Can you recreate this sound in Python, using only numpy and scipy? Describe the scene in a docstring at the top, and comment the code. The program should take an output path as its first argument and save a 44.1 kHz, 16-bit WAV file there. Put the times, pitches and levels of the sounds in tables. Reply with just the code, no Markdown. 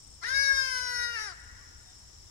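"""A marsh: insects buzz steadily in throbbing noise bands, one ticks in runs of paired falling chirps,
and a light wind rumbles on the microphone as low noise under a faint hiss.
An ibis gives one long nasal cry that scoops up, sags and drops away: harmonics, with rasp and jitter
making both ends hoarse. Decaying noise scatters it off reeds and echoes it off a line of trees.
Far birds answer faintly with a short harmonic call and gliding sine notes."""
import sys
import numpy as np
from scipy import signal
from scipy.fft import rfft, irfft
from scipy.io import wavfile

SR = 44100
rng = np.random.default_rng(int(sys.argv[2]) if len(sys.argv) > 2 else 0)


def persist_wave(psi):
    """Save psi, clipped to +-1, as 16-bit WAV."""
    counts = np.round(np.clip(psi, -1, 1) * 32767).astype(np.int16)
    wavfile.write(sys.argv[1], SR, np.atleast_2d(counts).T)


N = 101430


def undb(db):
    """Decibels to amplitude gain."""
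    return 10 ** (np.asarray(db) / 20)


def unit(x):
    """Scale to rms 1."""
    return x / np.sqrt(np.mean(x ** 2))


def curve(table, axis=1):
    """Table column, interpolated linearly in time."""
    rows = np.array(table)
    return np.interp(np.arange(N) / SR, rows[:, 0], rows[:, axis])


def response(table, hz):
    """Gain of a (f/Hz, level/dB) table, interpolated over log frequency."""
    rows = np.array(table)
    level_db = np.interp(np.log(np.maximum(hz, 1)), np.log(rows[:, 0]), rows[:, 1])
    return undb(level_db)


def shape(x, gain):
    """Filter by a gain that is a function of frequency, zero-padded against wrap-around."""
    hz = np.arange(N + 1) * SR / (2 * N)
    return irfft(rfft(x, 2 * N) * gain(hz), 2 * N)[..., :N]


def walk(rate_hz, count=4096):
    """Smooth random curve of rms 1: noise under a Gaussian lowpass of the given rate."""
    hz = np.arange(count // 2 + 1) * SR / N
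    coarse = irfft(rfft(rng.standard_normal(count)) * np.exp(-(hz / rate_hz) ** 2))
    return np.interp(np.linspace(0, count - 1, N), np.arange(count), unit(coarse))


def wide_noise(alike):
    """Stereo noise; alike is the power share common to both channels."""
    alike = np.clip(alike, 0, 1)
    common = np.sqrt(alike) * rng.standard_normal(N)
    return common + np.sqrt(1 - alike) * rng.standard_normal((2, N))


def scatter(x, t60_s, buildup_s):
    """Countless weak reflections that build up and die away: convolution with decaying noise."""
    t = np.arange(N) / SR
    tail = wide_noise(0.6) * undb(-60 * t / t60_s) * (1 - np.exp(-(t / buildup_s) ** 2))
    return signal.fftconvolve(x[None], unit(tail) / np.sqrt(N), axes=1)[:, :N]


def choirs():
    """Many far insects, each kind throbbing in its own narrow noise band."""
    # insect kinds: [centre f/Hz, width/Hz, mean level/dB, mean throb rate/Hz, throb depth 0-1]
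    kinds = [(5440,450,-57,210,0.55),(6140,330,-68.5,50,0.2),(7130,420,-62.5,48,0.4),(7840,360,-66.5,27,0.47)]
    out = 0
    for centre_hz, width_hz, level_db, rate_hz, depth in kinds:
        band = unit(shape(wide_noise(0.23), lambda f: 1 / (1 + (2 * (f - centre_hz) / width_hz) ** 2 / 2)))
        throb_hz = rate_hz * (1 + 0.1424 * walk(9.4))
        throb = 1 + depth * np.sin(2 * np.pi * np.cumsum(throb_hz) / SR)
        out = out + undb(level_db + 0.3 * walk(1.3)) * unit(band * throb)
    return out


def air():
    """Open-country hiss and gusty wind rumble, both filtered noise; the rumble is nearly mono."""
    # open-air hiss spectrum: [f/Hz, relative level/dB]
    hiss_spectrum = [(150,-1.5),(300,-7.5),(600,-9),(1200,-12),(2500,-17),(4000,-12),(6500,-33.5),(9000,-18.5),(10800,-18),(12000,-27),(15500,-26)]
    # wind rumble spectrum: [f/Hz, relative level/dB]
    wind_spectrum = [(15,-18),(28,-6),(42,-10),(55,0.5),(80,-4.5),(120,-11),(170,-28.5),(300,-23.5),(1000,-83)]
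    hiss_db, wind_mean_db, gust_rms_db = -61.5, -56.5, 2
    hiss = unit(shape(wide_noise(0.42), lambda f: response(hiss_spectrum, f)))
    wind = unit(shape(wide_noise(0.97), lambda f: response(wind_spectrum, f)))
    return undb(hiss_db) * hiss + undb(wind_mean_db + gust_rms_db * walk(12)) * wind


def ticker():
    """Pairs of wing strokes, each a Gaussian chirp falling in pitch, with short scatter."""
    # runs of stroke pairs: [start t/s, end t/s, pair period/s, mean level of second stroke/dB]
    runs = [(-.0055,.18,0.037,-48.5),(0.484,.57,0.038,-43.5),(.583,.85,.0405,-48.5),(1.191,1.45,0.05,-52),(1.783,2.01,.0408,-54)]
    pair_gap_s, centre_hz, detune_rms = 0.0085, 8253, 0.004
    sigma_s, fall_hz_per_s = 0.0014, 100000
    t, out = np.arange(N) / SR, np.zeros(N)
    for start_s, end_s, period_s, level_db in runs:
        for pair_s in np.arange(start_s, end_s - pair_gap_s, period_s):
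            for at_s, stroke_db in ((pair_s, -2), (pair_s + pair_gap_s, 0)):
                size_db, detune = rng.standard_normal(2)
                u = t - at_s
                near = abs(u) < 0.01
                u = u[near]
                cycles = centre_hz * (1 + detune_rms * detune) * u - fall_hz_per_s * u ** 2 / 2
                envelope = np.exp(-(u / sigma_s) ** 2 / 2)
                out[near] += undb(level_db + stroke_db + size_db) * envelope * np.sin(2 * np.pi * cycles)
    return out + undb(-10) * scatter(out, t60_s=0.2, buildup_s=0.0013)


def ibis():
    """Reedy voice: low harmonics, treble fading differently in each ear, and pitch-pulsed rasp."""
    # pitch of the cry: [t/s, f/Hz]
    pitch = [(.222,335),(.243,423.7),(.261,470),(.301,519.3),(.355,548.5),(.405,554.9),(.53,544),(.6,534.3),(.783,503.4),(1.101,475.2),(1.149,467.3),(1.181,437),(1.251,424),(1.33,337.8)]
    # cry levels before trim: [t/s, 2nd harmonic/dB, 3rd/dB, 4th/dB, whole treble/dB]
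    cry_levels = [(0.225, -53.5, -50.5, -43, -53), (0.25, -61, -51, -33, -45.5),
                  (0.29, -55.5, -35.5, -39, -33.5), (0.315, -55, -33, -50, -38),
                  (0.37, -56, -27, -34.5, -30.5), (0.46, -56.5, -29.5, -38, -30),
                  (0.51, -51, -23, -37, -35.5), (0.555, -51, -31, -43.5, -32), (0.59, -50, -27, -49, -31),
                  (0.665, -51, -38, -46.5, -34), (0.76, -50.5, -35, -42, -34.5),
                  (0.83, -49.5, -38, -48, -36), (0.92, -52.5, -37.5, -40, -35.5),
                  (1.04, -55, -36.5, -33, -33.5), (1.13, -61.5, -41, -44, -41.5),
                  (1.16, -59, -44.5, -34.5, -40), (1.24, -55, -50.5, -40.5, -37.5),
                  (1.33, -54, -60, -48.5, -50.5)]
    # weak harmonics between two throat resonances: [t/s, 5th harmonic/dB, 6th/dB]
    valley = [(0.23, -55, -50), (0.3, -54, -57), (0.42, -48, -67), (0.55, -55, -59.5), (0.65, -45, -51.5),
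              (0.8, -59, -51), (0.95, -55, -59), (1.08, -61.5, -54), (1.16, -52, -45), (1.23, -51, -55),
              (1.33, -54, -62)]
    # hoarseness: [t/s, roughness 0-1]
    roughness = [(.22,.9),(.26,.52),(.3,.48),(.36,.09),(.55,.06),(.7,.11),(1.1,.08),(1.17,.28),(1.25,.44),(1.33,.75)]
    # throat and bill resonances colouring the treble: [f/Hz, relative level/dB]
    throat = [(2400,-14),(2900,-7.5),(3350,-25),(3800,0),(4150,-16),(4500,-4),(5400,2),(6200,-9),(7200,-19.5),(8500,-24.5),(9800,-12.5),(10600,-28.5),(11600,-20.5),(13000,-38.5),(15000,-78)]
    # rasp spectrum: [f/Hz, relative level/dB]
    rasp_spectrum = [(400,-35),(900,-12),(1500,-20),(2000,8),(2500,-35),(3300,-3.5),(5500,7),(7500,-16),(10000,-13),(14000,-41)]
    fundamental_db, body_trim_db, treble_trim_db, rasp_db = -52.5, -1.5, -3, -35
    waver, jitter, shimmer, jitter_rate_hz = 0.002, 0.034, 0.4, 260
    flutter_rms_db, fading, fading_rate_hz = 1.5, 0.5, 11.7
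    attack_s, release_s, rasp_fade_db_per_s = 0.026, 0.038, 10

    t = np.arange(N) / SR
    rough = np.clip(curve(roughness), 0, 1)
    hz = curve(pitch) * (1 + waver * walk(36.2))
    phase = 2 * np.pi * np.cumsum(hz * (1 + jitter * rough * walk(jitter_rate_hz))) / SR

    # fundamental weakens with falling pitch and with hoarseness
    body = undb(fundamental_db) * (hz / hz.max()) ** 2 * (1 - rough / 2) * np.sin(phase)
    for k in range(2, 5):
        body += undb(curve(cry_levels, axis=k - 1) + body_trim_db) * np.sin(k * phase)
    for k in range(5, 7):
        body += undb(curve(valley, axis=k - 4) + flutter_rms_db * walk(39)) * np.sin(k * phase)
    body *= 1 + shimmer * rough * walk(jitter_rate_hz)

    treble, power = 0, 0
    for k in range(7, 29):
        gain = response(throat, k * hz)
        own_phase = k * phase + 2 * np.pi * rng.random()
        sine, cosine = np.sin(own_phase), np.cos(own_phase)
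        stray = fading * (walk(fading_rate_hz) * sine + walk(fading_rate_hz) * cosine)
        steady = undb(flutter_rms_db * walk(42)) * sine
        # stray part has opposite sign in the two channels
        treble = treble + gain * (steady + stray * np.array([[1], [-1]]))
        power = power + gain ** 2 * (1 + 2 * fading ** 2)
    treble *= undb(curve(cry_levels, axis=4) + treble_trim_db) / np.sqrt(power)

    pulsed_noise = rng.standard_normal(N) * (1 + np.cos(phase))
    rasp = unit(shape(pulsed_noise, lambda f: response(rasp_spectrum, f)))
    force = np.clip(hz / hz.max(), 0, 1) * undb(-rasp_fade_db_per_s * t)
    attack = np.clip((t - cry_levels[0][0]) / attack_s + 0.5, 0, 1)
    release = np.clip((cry_levels[-1][0] - t) / release_s + 0.5, 0, 1)
    # sqrt(2): sine levels are rms
    voice = np.sqrt(2) * (body + treble) + undb(rasp_db) * rough * force * rasp
    return attack * release * voice


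def marsh(cry):
    """Direct cry leaning left by frequency, plus reed scatter and a dull, long echo off trees."""
    # lean of the direct cry: [f/Hz, left over right/dB]
    lean = [(500,3.5),(1000,7),(1600,10),(2000,0),(2300,0),(5000,2),(12000,1.5)]
    trees_top_hz = 2700
    direct = shape(cry, lambda f: response(lean, f) ** np.array([[0.5], [-0.5]]))
    sent = cry.mean(axis=0)
    reeds = scatter(sent, t60_s=0.18, buildup_s=0.029)
    trees = scatter(sent, t60_s=2.21, buildup_s=0.022)
    trees = shape(trees, lambda f: 1 / (1 + (f / trees_top_hz) ** 4) ** 0.5)
    return direct + undb(-16) * reeds + undb(-12) * trees


def swell(start_s, length_s):
    """Rounded rise and fall: square root of a half sine."""
    progress = np.clip((np.arange(N) / SR - start_s) / length_s, 0, 1)
    return np.sqrt(abs(np.sin(np.pi * progress)))


def far_birds():
    """Short answer of resonance-weighted harmonics and faint gliding sines, blurred by scatter."""
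    # pitch of the far answer: [t/s, f/Hz]
    answer = [(1.52,344.3),(1.57,512.6),(1.62,592),(1.645,507.4),(1.68,380)]
    # faint notes: [start t/s, length/s, starting f/Hz, glide/(Hz/s), peak level/dB]
    notes = [(0.772,.34,643.5,-110,-58),(1.845,.1,3740,-1100,-63),(1.848,0.076,740,0,-63.5),(2.242,0.13,3520,800,-69)]
    answer_db, centre_hz, width_hz = -59, 1600, 900
    t, hz = np.arange(N) / SR, curve(answer)
    phase = 2 * np.pi * np.cumsum(hz * (1 + 0.0094 * walk(190))) / SR
    out = np.zeros(N)
    for k in range(2, 6):
        out += np.sin(k * phase) / (1 + ((k * hz - centre_hz) / width_hz * 2) ** 2)
    out *= undb(answer_db) * swell(answer[0][0], answer[-1][0] - answer[0][0])
    for start_s, length_s, note_hz, glide_hz_per_s, level_db in notes:
        u = t - start_s
        cycles = note_hz * u + glide_hz_per_s * u ** 2 / 2
        out += undb(level_db) * swell(start_s, length_s) * np.sin(2 * np.pi * cycles)
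    return out + undb(-8) * scatter(out, t60_s=0.3, buildup_s=0.01)


def scene():
    """Sum of insects, air and birds."""
    return choirs() + air() + ticker() + marsh(ibis()) + far_birds()


def record(dry):
    """Left channel louder and slightly late; steep elliptic lowpass on both."""
    left_over_right_db, left_lag_s, top_hz = 3.7, 0.00094, 15700
    left = shape(dry[0], lambda f: np.exp(-2j * np.pi * f * left_lag_s))
    both = np.array([left * undb(left_over_right_db / 2), dry[1] * undb(-left_over_right_db / 2)])
    lowpass = signal.ellip(8, 0.2, 70, top_hz, fs=SR, output="sos")
    return signal.sosfilt(lowpass, both)


dry = scene()
out = record(dry)
persist_wave(out)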